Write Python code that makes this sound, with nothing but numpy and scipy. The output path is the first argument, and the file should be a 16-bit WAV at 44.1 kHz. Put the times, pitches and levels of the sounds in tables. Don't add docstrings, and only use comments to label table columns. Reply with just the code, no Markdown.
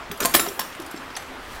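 import sys
import numpy as np
from scipy import signal
from scipy.io import wavfile
from scipy.ndimage import uniform_filter1d

SR = 44100
rng = np.random.default_rng(int(sys.argv[2]) if len(sys.argv) > 2 else 0)


def waveform_to_disk(signal):
    frames = np.transpose(np.atleast_2d(signal))
    scaled = np.clip(frames, -1, 1) * 32767
    samples = np.round(scaled).astype(np.int16)
    wavfile.write(sys.argv[1], SR, samples)


def ratio(d):
    e = np.asarray(d, float) / 20
    return 10 ** e


N = 70560


def evened(x):
    return x / np.sqrt(np.mean(x ** 2) + 1e-20)


def read(points, hz):
    f, value = np.transpose(points)
    return np.interp(np.log(hz + 1), np.log(f + 1), value)


def curve(points):
    s, db = np.transpose(points)
    return ratio(np.interp(np.arange(N) / SR, s, db))


def band(x, lo_hz, hi_hz):
    sos = signal.butter(2, [lo_hz, min(hi_hz, SR * .49)], "bandpass", fs=SR, output="sos")
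    return evened(signal.sosfilt(sos, x))


def add(mix, s, sound):
    part = mix[round(s * SR):][:len(sound)]
    part += sound[:len(part)]


def noise(spectrum, patchy_db, flicker_db):
    frames, hz = N // 128 + 5, np.fft.rfftfreq(512, 1 / SR)
    real, imaginary, patches = rng.standard_normal((frames, 257, 3)).T
    patches = evened(uniform_filter1d(uniform_filter1d(patches, 6, 0), 20, 1))
    flicker = evened(uniform_filter1d(rng.standard_normal(frames), 6))
    level_db = read(spectrum, hz)[:, None] + patchy_db * patches + flicker_db * flicker
    z = (real + 1j * imaginary) * ratio(level_db)
    return evened(signal.istft(z, nperseg=512, noverlap=384)[1][:N])


def room_hum():
    # pitch_hz, level_db
    hum_spectrum = [(20, -14.5), (90, -9), (170, -14.5), (330, -6.5), (1200, -4.5), (3000, -14),
                    (6000, -26), (16000, -38)]
    drone_hz, half_width_hz, waver_db = 264.5, 9, 5
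    hum = ratio(-38.5) * noise(hum_spectrum, patchy_db=1.5, flicker_db=-0.1)
    drone = ratio(-54) * band(rng.standard_normal(N), drone_hz - half_width_hz, drone_hz + half_width_hz)
    waver = ratio(waver_db * band(rng.standard_normal(N), 1.5, 9.1))
    return hum + drone * waver


def draught():
    # start_s, level_db
    flow = [
        (0, -50),
        (.25, -51),
        (.6, -67),
        (1.2, -53.5),
        (1.5, -45),
        (1.6, -43),
    ]
    return curve(flow) * band(rng.standard_normal(N), 12, 64)


def sleeve_rustle():
    # start_s, level_db
    effort = [
        (0, -70),
        (.8, -54),
        (1.0, -52.5),
        (1.2, -52.5),
        (1.38, -55),
        (1.46, -50),
        (1.5, -47),
        (1.56, -42.5),
        (1.6, -47),
    ]
    # pitch_hz, density_db_per_hz
    cloth = [(500, -6), (1500, 1.5), (4000, -6), (7000, -8.5), (16000, -16)]
    return curve(effort) * noise(cloth, patchy_db=2.0, flicker_db=1.0)


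def sliding():
    # start_s, level_db
    effort = [
        (0, -90),
        (.19, -55),
        (.215, -28),
        (.3, -38.5),
        (.45, -38),
        (.58, -61),
        (.64, -44),
        (.75, -51),
        (.9, -78),
    ]
    # pitch_hz, density_db_per_hz
    tray = [(500, -2), (1500, 0), (4000, -18), (7000, -8), (16000, -31)]
    return curve(effort) * noise(tray, patchy_db=1.5, flicker_db=1.0)


def room(x):
    # pitch_hz, t60_s
    decay = [(200, 0.57), (1000, 0.29), (4000, 0.36), (12000, 0.64)]
    wall_dull_db = 4
    taps, at = np.zeros(SR), np.arange(200, SR - 20, 20)
    taps[at + rng.integers(0, 20, len(at))] = rng.choice([-1., 1.], len(at))
    hz, t, z = signal.stft(taps, SR, nperseg=256)
    hz = hz[:, None]
    loss_db = -60 * t / read(decay, hz) - wall_dull_db * hz / 9500.0
    tail = signal.istft(z * ratio(loss_db), SR, nperseg=256)[1]
    return signal.fftconvolve(x, tail / np.linalg.norm(tail))[:N]


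def thump(db, hz, t60):
    t = np.arange(8000) / SR
    rattle = band(rng.standard_normal(len(t)), 0.59 * hz, 1.97 * hz)
    tone = np.sin(2 * np.pi * hz * t) + 0.19 * rattle
    rise = np.minimum(t / 0.002, 1)
    return ratio(db - 60 * t / max(t60, .01)) * rise * tone


def ring(hz, db, t60):
    chatter, chatter_s = .33, .009
    t = np.arange(SR // 2) / SR
    a, b = uniform_filter1d(rng.standard_normal((2, len(t))), int(chatter_s * SR), axis=1)
    shake = 1 + chatter * (evened(a) + 1j * evened(b))
    tone = (shake * np.exp(2j * np.pi * (hz * t + rng.random()))).real
    return ratio(db - 60 * t / t60) * tone * np.minimum(t / 0.00066, 1)


def swarm(t, lo_hz, hi_hz, t60, hiss_share, count):
    where, phase, size, length = rng.random((4, count, 1))
    hz = lo_hz + (hi_hz - lo_hz) * where
    mode_t60 = t60 * (.5 + 0.74 * length)
    modes = ratio(10 * size - 60 * t / mode_t60) * np.sin(2 * np.pi * (hz * t + phase))
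    hiss = ratio(-60 * t / t60) * band(rng.standard_normal(len(t)), lo_hz, hi_hz)
    return modes.sum(0) / np.sqrt(2 * count) + hiss_share * hiss


def crack(bright_db, body_db, top_hz=16000):
    crack_t60, snap_db, snap_t60 = 0.039, 1, 0.0033
    t = np.arange(5000) / SR
    bright = ratio(bright_db - 7.5) * swarm(t, 3973, top_hz, crack_t60, .55, count=16)
    body = ratio(body_db - 5) * swarm(t, 609, 4010, crack_t60 * 0.89, 1.183, count=12)
    snap = ratio(snap_db - 60 * t / snap_t60)
    return np.minimum(t / 0.00026, 1) * (bright + body * (1 + snap))


def ringing_parts():
    # pitch_hz, level_db, t60_s
    pin = [(5916, 0, .07), (11510, -6, .4)]
    socket = [(5900, -8, .1), (12330, -2, .07), (14060, 0, .035)]
    spanner = [(9035, 4, .07), (10220, -12, .13), (11690, -14, .15), (12490, -9, .08), (14030, -4, .05),
               (14490, -6, .07)]
    driver = [(3320, -2, .05), (5464, -12, .15), (6900, -4, .05), (7995, -6, .13), (8380, -5, .07),
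              (10137, -10, .45), (10828, -11, .4), (11690, -11, .2), (12627, -9, .13), (13122, -1, .1),
              (13545, -10, .5), (13940, -9, .14), (14670, -4, .16), (15544, -10, .13)]
    bit = [(3773, -4, .12), (7303, 1, .13), (5346, -12, .2), (10133, -8, .15)]
    bolt = [(1890, -1.5, .025), (5450, -5, .12), (5540, -22.5, 0.45), (7400, -12, 0.054),
            (10200, -6, 0.054), (11920, -4.5, 0.048), (13600, -4, .04), (14200, -4, 0.069),
            (15100, -6, .05)]
    washer = [(5400, 0, .05), (7450, -7, .15), (12650, -13, .06)]
    nut = [(3270, -2, 0.036), (4200, -11, 0.053), (6220, 0, 0.079), (7260, -4, 0.036), (9820, 1, 0.052),
           (10700, -4, 0.032), (14000, -9, .02), (15500, -10, .02)]
    shim = [(8000, -4, .1), (8759, -6, .19), (10130, 0, .16), (10780, -3, .2), (13160, -6, .5),
            (14150, -12, .13)]
    parts = [pin, socket, spanner, driver, bit, bolt, washer, nut, driver, shim]
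    # start_s, level_db
    strikes = [
        (0.119, -39),
        (0.203, -23),
        (0.255, -22),
        (.350, -18.5),
        (.396, -22),
        (0.595, -24),
        (0.962, -38),
        (1.166, -33),
        (.3415, -18),
        (.362, -24),
    ]
    # start_s, level_db,
    # pitch_hz, t60_s
    pings = [(.486, -27, 5650, .04), (.486, -35, 3300, .04), (.725, -41, 3800, .03), (.750, -45, 9100, .05),
             (.812, -51, 10600, .08), (.864, -43, 4900, .04), (.934, -51, 12650, .05),
             (.953, -49, 8200, .05), (1.153, -34, 4800, .035), (1.153, -33, 5450, .035),
             (1.477, -58, 15200, .1),
             (.205, -25, 6860, .03), (.205, -24.5, 8900, .03), (.2225, -29, 8900, 0.027),
                (.2225, -31, 12330, .03), (.2225, -31, 14500, .03), (.232, -27, 5200, 0.068),
                (.240, -28, 7570, .15), (.240, -32, 11690, 0.11), (.2565, -22, 14250, 0.036),
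                (.268, -37, 7200, 0.043), (.296, -33.5, 9020, 0.092), (.295, -38.5, 11690, 0.22),
                (.315, -39, 12490, .15), (.375, -29, 8200, 0.068), (.405, -28, 10133, 0.15),
                (.405, -38, 13540, 0.2), (.485, -43, 10120, 0.058), (.480, -44, 7400, 0.32),
                (.608, -32, 12500, .1), (.610, -32, 9819, 0.055), (.660, -46, 13670, 0.13),
                (.670, -45, 5500, 0.045), (1.174, -43, 12300, 0.069), (1.197, -51.5, 11530, .5),
                (1.222, -50, 15200, .04)]
    rings = np.zeros(N)
    for part, (s, blow_db) in zip(parts, strikes):
        add(rings, s, ratio(blow_db) * sum(ring(*mode) for mode in part))
    for s, db, hz, t60 in pings:
        add(rings, s, ring(hz, db, t60))
    return rings


def bench_blows():
    # start_s, bright_db, body_db
    clatter = [(0.1136, -35, -26.5), (0.1156, -24, -39), (0.2042, -16, -23), (0.2091, -28, -28.5),
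               (.2230, -26, -25.5), (.2290, -25, -27), (.2340, -23, -27.5), (0.2497, -11, -20),
               (0.2558, -7.5, -19.5), (.3390, -15, -22), (0.3426, -11, -16.5), (0.3485, -11, -9),
               (0.3516, -7, -16.5), (0.3603, -11.5, -22), (0.3669, -30, -21), (.3754, -31, -25.5),
               (0.395, -26, -16), (0.3995, -13, -26), (.4596, -36, -32), (0.4658, -36, -29),
               (.4740, -34, -32), (.4850, -29, -35), (.5930, -40, -24), (0.594, -14, -35.5),
               (.6060, -25, -29), (.6150, -39, -25.5)]
    # start_s, bright_db, body_db, top_hz
    ticks = [(.175, -46, -57, 14900), (.725, -53, -37, 6950), (.750, -53, -40, 8750),
             (.800, -44, -50, 14150), (.820, -46, -43.5, 15100), (0.863, -45.5, -62, 15500),
             (.912, -41, -59, 14900), (.963, -56, -55, 8250), (.975, -49.5, -36, 6980),
             (1.103, -55, -37, 6000), (1.153, -55, -43, 6700), (1.165, -40, -35, 11600),
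             (1.169, -37, -26, 8000), (1.225, -58, -41, 14900)]
    # start_s, level_db, pitch_hz, t60_s
    thumps = [(0.101, -27, 204, 0.045), (.115, -30, 407, 0.094), (.201, -22, 1195, 0.051),
              (.201, -28.5, 633, 0.14), (.214, -17, 397, 0.034), (0.227, -25.5, 440, 0.065),
              (0.2480, -15.5, 1044, 0.086), (.2478, -21.5, 682, 0.093), (0.247, -23.5, 496, 0.078),
              (0.247, -18.5, 248, 0.046), (.341, -18.5, 339, 0.052), (.350, -10, 316, 0.028),
              (.361, -10, 288, 0.027), (0.388, -18.5, 427, 0.02), (.396, -30, 324, 0.063),
              (0.399, -20, 1350, 0.069), (.460, -24.5, 696, 0.048), (.461, -23.5, 322, 0.016),
              (.474, -21.5, 396, 0.058), (.592, -7, 840, 0.0097), (.594, -17, 1026, 0.032),
              (0.597, -29, 249, 0.056), (0.7943, -27.5, 344, 0.067), (0.7999, -25.5, 335, 0.034),
              (0.9422, -18.5, 316, 0.024), (1.170, -25.5, 765, 0.037)]
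    blows = np.zeros(N)
    for s, *row in clatter:
        add(blows, s, crack(*row))
    for s, bright_db, *row in ticks:
        add(blows, s, crack(bright_db + 13.5, *row))
    for s, *row in thumps:
        add(blows, s, thump(*row))
    return blows


def scene():
    background = room_hum() + draught() + sleeve_rustle() + sliding()
    rings = ringing_parts()
    blows = bench_blows()
    reverberant = ratio(-8) * room(blows + .4 * rings)
    return (blows + rings + reverberant + background)[None]


def low_pass(x):
    return signal.sosfilt(signal.butter(12, 16650, fs=SR, output="sos"), x)


def record(dry):
    edge = signal.firwin(511, 15900, window=("kaiser", 9), fs=SR)
    mix = signal.oaconvolve(dry, edge[None], "same")
    return low_pass(mix)


dry = scene()
out = record(dry)
waveform_to_disk(out)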